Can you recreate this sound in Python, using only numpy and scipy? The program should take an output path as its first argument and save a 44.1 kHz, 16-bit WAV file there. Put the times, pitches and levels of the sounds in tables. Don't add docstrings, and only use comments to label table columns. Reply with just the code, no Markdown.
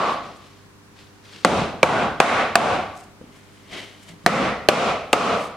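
import sys
import numpy as np
from scipy import signal
from scipy.fft import rfft, irfft
from scipy.io import wavfile
from scipy.ndimage import uniform_filter1d

SR = 44100
rng = np.random.default_rng(int(sys.argv[2]) if len(sys.argv) > 2 else 0)


def unload_wav(signal):
    wavfile.write(
        sys.argv[1],
        SR,
        np.round(np.clip(np.atleast_2d(signal).T, -1, 1) * 32767).astype(np.int16),
    )


def volts_from_db(level):
    exponent = np.asarray(level, float) / 20
    return 10 ** exponent


N = 245195

# f/Hz, level/dB per Hz
AIR = [(15, -28), (30, -18.5), (70, -15.5), (130, -13), (250, -11.5), (420, -20), (620, -21.5), (1100, -19),
       (1700, -23.5), (3000, -31.5), (6000, -33.5), (11000, -40), (16000, -47.5)]
# f/Hz, side minus mid/dB
AIR_SIDE = [(60, -4.5), (110, 1), (200, -7.5), (380, -1.5), (700, -1), (1290, -4.5), (2380, 2), (4400, 1.5),
            (8120, 1), (15000, 1)]
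# f/Hz, rms level/dB
HUM = [(50, -65), (100, -54), (150, -60.5), (200, -59), (300, -58.5), (400, -58), (500, -65.5)]
# t/s, peak level/dB, f/Hz, time to fall 60 dB/s
TAPS = [(3.212, -30, 231, 0.027), (3.213, -33, 502, 0.045), (3.24, -36.5, 253, 0.05),
        (3.272, -39, 260, 0.039), (3.293, -40, 254, 0.032), (3.309, -38, 232, 0.034),
        (3.373, -35, 200, 0.012), (4.10, -40, 167, .2), (4.119, -48, 189, 0.17), (4.136, -40, 180, 0.15),
        (4.243, -34.5, 166, 0.13)]
# t/s, half length/s, level/dB
SWISHES = [
    (0.126, 0.032, -52),
    (0.368, 0.014, -58),
    (2.972, 0.013, -55),
    (3.003, 0.012, -52.5),
    (3.04, .006, -54),
    (4.033, .006, -48),
    (5.432, 0.057, -47.5),
]
# peak t/s, level/dB, 20 dB rise/s, 20 dB fall/s, brightness/dB
SLEEVE_STROKES = [
    (.242, -46.5, .06, .3, -8.5),
    (.466, -55, 0.055, .06, 8),
    (.56, -60, 0.14, .2, 5),
    (.992, -48.5, 0.056, .17, 1.5),
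    (1.25, -52.5, 0.022, .3, -1),
    (1.344, -46, 0.14, .3, 2),
    (1.436, -56.5, 0.032, .01, 0),
]
GLOVE_STROKES = [
    (2.974, -59.5, .1, 0.27, 17),
    (3.224, -65, 0.036, 0.21, -21),
    (3.36, -54.5, 0.072, 0.12, 10),
    (3.55, -57.5, 0.3, .5, 10),
    (3.735, -35, 0.039, 0.11, -2),
    (3.785, -37.5, 0.094, 0.22, 1),
    (4.09, -45.5, 0.03, 0.054, 11),
    (4.02, -60, 0.14, 0.37, 13),
    (4.24, -59, 0.044, 0.045, 7),
]
# f/Hz, width/Hz, level/dB
RUB_PEAKS = [(630, 90, -2.0), (2100, 300, 1.0), (3050, 400, -1.0)]
# t/s, level/dB, f/Hz, length/s
GRAZE = (5.1286, -14.0, 8000, .002)
# t/s, overload/dB, knock/dB, echo bass/dB, echo treble/dB
FAR_BLOWS = [
    (1.4478, 17.5, -9, 12, 9.5),
    (1.8298, 22.5, -13.5, 9.5, 3.5),
    (2.2013, 23.5, -15, 3.5, 7.5),
    (2.5552, 21.5, -9, 7, 4.5),
]
NEAR_BLOWS = [
    (-.11, 22.85, 0, 0.092, .1),
    (4.2624, 23.1, -13.5, 6.5, 0.042),
    (4.6869, 23.4, -12.5, 0.033, 0.72),
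    (5.1304, 24, -16.5, 0.81, 0.12),
]
# f/Hz, level/dB, time to fall 60 dB/s
FAR_MODES = [
    [(278, -10, 0.14), (541, -10, 1.0), (830, -17, 0.079), (1170, 6, 0.0058), (1597, -16.5, 0.083),
     (2000, -8, 0.026), (4320, -11, 0.012), (4540, -30, 0.19)],
    [(532, 7, 0.081), (686, -5, 0.12), (840, -4.5, 0.14), (1140, -2.5, 0.089), (1540, -4.5, 0.41),
     (2310, 4.5, 0.083), (3080, -7.5, 0.027), (3260, -47.5, 0.26)],
    [(526, 5.5, 0.13), (802, -1.5, 0.086), (1090, -3.5, 0.34), (1380, -11, 0.16), (1630, -3.5, 0.11),
     (2495, 3.5, 0.024), (3000, -8, 0.05), (3460, -3.5, 0.022)],
    [(696, -1, 0.17), (1205, -4, 0.027), (1630, 4.5, 0.0068), (2100, -24, 0.14), (2550, -10.5, 0.021),
     (4270, -14, 0.017), (4820, -4, 0.0061), (5600, -85, 0.093)],
]
# f/Hz, level/dB, time to fall 60 dB/s
NEAR_MODES = [
    [],
    [(699, -1.5, 0.096), (1130, -5.5, 0.0068), (1520, -9.5, 0.048), (1860, 3, 0.011), (3350, -37, 0.011),
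     (3920, -44.5, 0.11), (4160, -8, 0.031), (5814, -42, 0.016)],
    [(610, 5.5, 5.0), (1220, -4, 0.011), (1750, -6.5, 0.041), (2390, 5.5, 0.014), (2540, 5.5, 0.018),
     (2980, 7.5, 0.0068), (3470, -19, 0.019), (4324, 3.5, 0.0063)],
    [(722, 13, 5.0), (1150, 5.5, 0.1), (1637, -6, 5.0), (2530, 4, 0.011), (2790, 4, 0.026),
     (3600, -36, 0.097), (3920, -8.5, 0.015), (5240, -23, 0.046)],
]
# f/Hz, level/dB per Hz
FAR_ECHO = [(24, -64), (45, -27), (87, -12.5), (137, -11), (175, -5.5), (345, -2.5), (714, 6.5), (940, 2),
            (1440, 0.5), (1750, -8.5), (2400, -10), (4600, -24.5), (5300, -25.5), (9500, -32), (15500, -48)]
# f/Hz, level/dB per Hz
NEAR_ECHO = [(24, -52), (45, -26.5), (127, -12.5), (175, -5), (328, -7.5), (480, -0.5), (696, -4),
             (872, -7.5), (1300, -1.5), (1670, -14.5), (2440, -12.5), (4700, -22.5), (5500, -23.5),
             (9500, -32), (15500, -44.5)]
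# f/Hz, level/dB per Hz
FIRST_ECHO = [(24, -57), (40, -33.5), (130, -22.5), (175, -11.5), (382, -13.5), (503, -10.5), (872, -12),
              (1150, -2), (1630, -19), (1900, -19), (4450, -28), (8320, -40), (16000, -49)]
# f/Hz, width/Hz
RAILS = [(240, 64), (730, 290), (1140, 40), (2400, 990), (3900, 2200)]
FAR_LIFT = (3.4, 1.2, 5.3, 0.42, 1.1)
NEAR_LIFT = (3.6, 5.1, 2.45, 0.91, 0.58)
# f/Hz, width/Hz, lift/dB
FAR_SPOTS = [
    (400, 750, 4.5),
    (1516, 150, 2.5),
    (1890, 1050, 5.5),
    (734, 35, 4.5),
]
# f/Hz, width/Hz, lift/dB
NEAR_SPOTS = [
    (1110, 33, 1),
    (1920, 350, 7.4),
    (2380, 400, 2.2),
    (1176, 250, 2.15),
]
# f/Hz, time to fall 60 dB/s
ROOM_T60 = [(60, 1), (160, 0.53), (420, 0.62), (1100, 0.58), (2910, 0.65), (7680, 0.48), (15000, 0.14)]
# f/Hz, side minus mid/dB
ROOM_SIDE = [(60, -6.5), (110, -11), (200, -14.5), (380, -17), (700, -12), (1290, -9.5), (2380, -6.5),
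             (4400, -6.5), (8120, 0), (15000, 2.5)]


def at_hz(points, hz):
    table = np.array(points)
    return np.interp(np.log(np.maximum(hz, 1)), np.log(table[:, 0]), table[:, 1])


def rms_one(x):
    return x / np.sqrt(np.mean(x ** 2) + 1e-20)


def add(out, sound, s):
    i = round(s * SR)
    part = sound[:, max(-i, 0):N - i]
    start = max(i, 0)
    out[:, start:start + part.shape[1]] += part


def diffuse(gain, side_table, size):
    mid, side = rfft(rng.standard_normal((2, size))) * gain / np.sqrt(np.mean(gain ** 2))
    side = side * volts_from_db(at_hz(side_table, np.fft.rfftfreq(size, 1 / SR)))
    return np.array([mid + side, mid - side])


def resonate(x, hz, sharpness):
    return signal.lfilter(*signal.iirpeak(hz, sharpness, fs=SR), x)


def workshop():
    t = np.arange(N) / SR
    air_gain = volts_from_db(at_hz(AIR, np.fft.rfftfreq(N, 1 / SR)))
    out = volts_from_db(-53) * irfft(diffuse(air_gain, AIR_SIDE, N), N)
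    wavers_db = [0.52 * rms_one(uniform_filter1d(rng.standard_normal(N), size=5000)) for line in HUM]
    for (hz, db), waver_db in zip(HUM, wavers_db):
        out = out + volts_from_db(db - 0.5 + waver_db) * np.sin(2 * np.pi * (hz * t + rng.random()))
    return out


def taps():
    out, t = np.zeros((2, N)), np.arange(round(.2 * SR)) / SR
    muffle = signal.butter(2, 600, fs=SR, output="sos")
    for s, db, hz, t60 in TAPS:
        puff = signal.sosfilt(muffle, rng.standard_normal((2, len(t))))
        ring = np.sin(2 * np.pi * hz * t)
        onset = np.minimum(t / 0.00062, 1)
        add(out, volts_from_db(db - 60 * t / t60) * (ring + 1.7 * puff) * onset, s)
    return out


def band_noise(low_hz, high_hz, grain_db):
    uneven = volts_from_db(grain_db * rms_one(uniform_filter1d(rng.standard_normal(N), size=300)))
    low_cut = signal.butter(1, low_hz, "high", fs=SR, output="sos")
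    high_cut = signal.butter(3, high_hz, fs=SR, output="sos")
    rough = rng.standard_normal((2, N)) * uneven
    mid, side = signal.sosfilt(np.vstack([low_cut, high_cut]), rough)
    return rms_one(np.array([mid + 0.71 * side, mid - 0.11 * side]))


def hollow(x, peaks):
    out = x
    for hz, width, db in peaks:
        out = out + volts_from_db(db) * rms_one(resonate(x, hz, hz / width))
    return rms_one(out)


def brushing():
    t, out = np.arange(N) / SR, 0
    sleeve = band_noise(1900, 4280, grain_db=1.7)
    glove = hollow(2 * band_noise(1000, 4200, grain_db=1.0), RUB_PEAKS)
    dull = band_noise(200, 460, grain_db=1.0)
    thin = band_noise(7600, 8300, grain_db=1.8)
    for strokes, rub in [(SLEEVE_STROKES, sleeve), (GLOVE_STROKES, glove)]:
        for s, db, rise, fall, bright_db in strokes:
            stroke = volts_from_db(db - 20 * np.maximum((s - t) / rise, (t - s) / fall))
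            friction = rub + volts_from_db(-7.5 - bright_db) * dull + volts_from_db(-17 + bright_db) * thin
            out = out + stroke * friction
    for s, half, db in SWISHES:
        out = out + thin * volts_from_db(db) * np.exp(-((t - s) / half) ** 2)
    return out


def graze():
    s, db, hz, length = GRAZE
    t = np.arange(N) / SR - s
    squeak = rms_one(resonate(rng.standard_normal(N), hz, 5.0))
    swell = np.clip(t / length, 0, 1) * (t < 1.6 * length)
    return volts_from_db(db) * squeak * swell * np.array([[1], [.4]])


def echo(spectrum, singing, bass_db, treble_db):
    size, rail_t60_s = 40960, 0.7
    hz, t = np.fft.rfftfreq(size, 1 / SR), np.arange(size) / SR
    lift = sum(db / (1 + (2 * (hz - f) / width) ** 2) for f, width, db in singing)
    tilt = at_hz([(150, bass_db), (500, 0.011), (1500, 0.00089), (4000, treble_db)], hz)
    noise = diffuse(volts_from_db(at_hz(spectrum, hz) + lift + tilt), ROOM_SIDE, size)
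    plain = noise * volts_from_db(-lift)
    rails = irfft(noise - plain, size)
    out = rails * (1 - np.exp(-t / 0.0043)) * volts_from_db(-60 * t / rail_t60_s)
    octave = np.log2(np.clip(hz, 60, 15360) / 60)
    for k, centre in enumerate(60 * 2 ** np.arange(9)):
        share = np.maximum(1 - np.abs(octave - k), 0)
        rise = 1 - np.exp(-t / (0.00042 + 0.42 / centre))
        fall = volts_from_db(-60 * t / at_hz(ROOM_T60, centre))
        out = out + irfft(plain * share, size) * rise * fall
    return out


def knock(modes, bench_add_db, slap_db, top_hz):
    t = np.arange(round(.12 * SR)) / SR
    contact_s, longest_ring_s, most_cycles = .0005, 0.098, 120
    bench_hz, bench_db = 351, 2.5 + bench_add_db
    slap_s, slap_hz = .0023, 8300
    rings, apart = 0, np.array([[1], [-1]])
    chance = rng.standard_normal((len(modes), 2))
    for (hz, db, t60), (start, across) in zip(modes, chance):
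        shift = 1.56 * start + .00007 * hz * across * apart
        swell = np.minimum(t * hz, 1)
        ring_s = np.clip(t60, .008, min(longest_ring_s, most_cycles / hz))
        rings = rings - swell * volts_from_db(db - 60 * t / ring_s) * np.sin(2 * np.pi * hz * t + shift)
    crack = signal.lfilter([.2], [1, -1.25, .5], rng.standard_normal((2, len(t))))
    crack = volts_from_db(-0.5 - 60 * t / 0.0032) * (crack[0] + 0.66 * apart * crack[1])
    slap = resonate(rng.standard_normal((2, len(t))), slap_hz, 2.5)
    slap_burst = volts_from_db(slap_db) * np.exp(-((t - slap_s) / 0.00064) ** 2)
    slap = slap_burst * (slap[0] + 0.55 * apart * slap[1])
    bench = volts_from_db(bench_db - 60 * t / 0.018) * np.sin(2 * np.pi * bench_hz * t)
    bench = bench * np.minimum(t * bench_hz / 2, 1)
    sound = rings / np.abs(rings).max() + crack + slap + bench
    sound = sound * np.minimum(t / contact_s, 1)
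    slim_bars = signal.butter(3, [150, top_hz], "band", fs=SR, output="sos")
    return signal.sosfilt(slim_bars, sound)


def strike_joint(out, blows, struck, spots, lifts, spectrum, echo_db, **contact):
    for (s, over_db, knock_db, bass_db, treble_db), modes, spot in zip(blows, struck, spots):
        if modes:
            add(out, volts_from_db(over_db + knock_db) * knock(modes, **contact), s)
        singing = [(*rail, db) for rail, db in zip(RAILS, lifts)] + [spot]
        sent = spectrum if modes else FIRST_ECHO
        add(out, volts_from_db(over_db + echo_db) * echo(sent, singing, bass_db, treble_db), s)


def mallet():
    out = graze()
    strike_joint(out, FAR_BLOWS, FAR_MODES, FAR_SPOTS, FAR_LIFT, FAR_ECHO, echo_db=-22,
                 bench_add_db=-2, slap_db=-12.5, top_hz=9500)
    strike_joint(out, NEAR_BLOWS, NEAR_MODES, NEAR_SPOTS, NEAR_LIFT, NEAR_ECHO, echo_db=-23,
                 bench_add_db=1, slap_db=-17, top_hz=19000)
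    return out


def scene():
    return mallet() + brushing() + taps() + workshop()


def roll_off(x):
    return signal.sosfilt(signal.butter(12, 16110, fs=SR, output="sos"), x)


def record(dry):
    duck_s, recovery_db_s, full_scale = 0.0067, 111.5, .97
    t, duck = np.arange(N) / SR, 0
    for s, over_db, *rest in [*FAR_BLOWS, *NEAR_BLOWS]:
        since = np.maximum(t - s, 0)
        one_duck = over_db * (1 - np.exp(-since / duck_s)) - recovery_db_s * since
        duck = np.maximum(duck, one_duck)
    duck = uniform_filter1d(duck, size=41)
    hot = dry * volts_from_db(-duck)
    clipped = hot / (1 + np.abs(hot / full_scale) ** 10) ** (1 / 10)
    return roll_off(clipped)


dry = scene()
out = record(dry)
unload_wav(out)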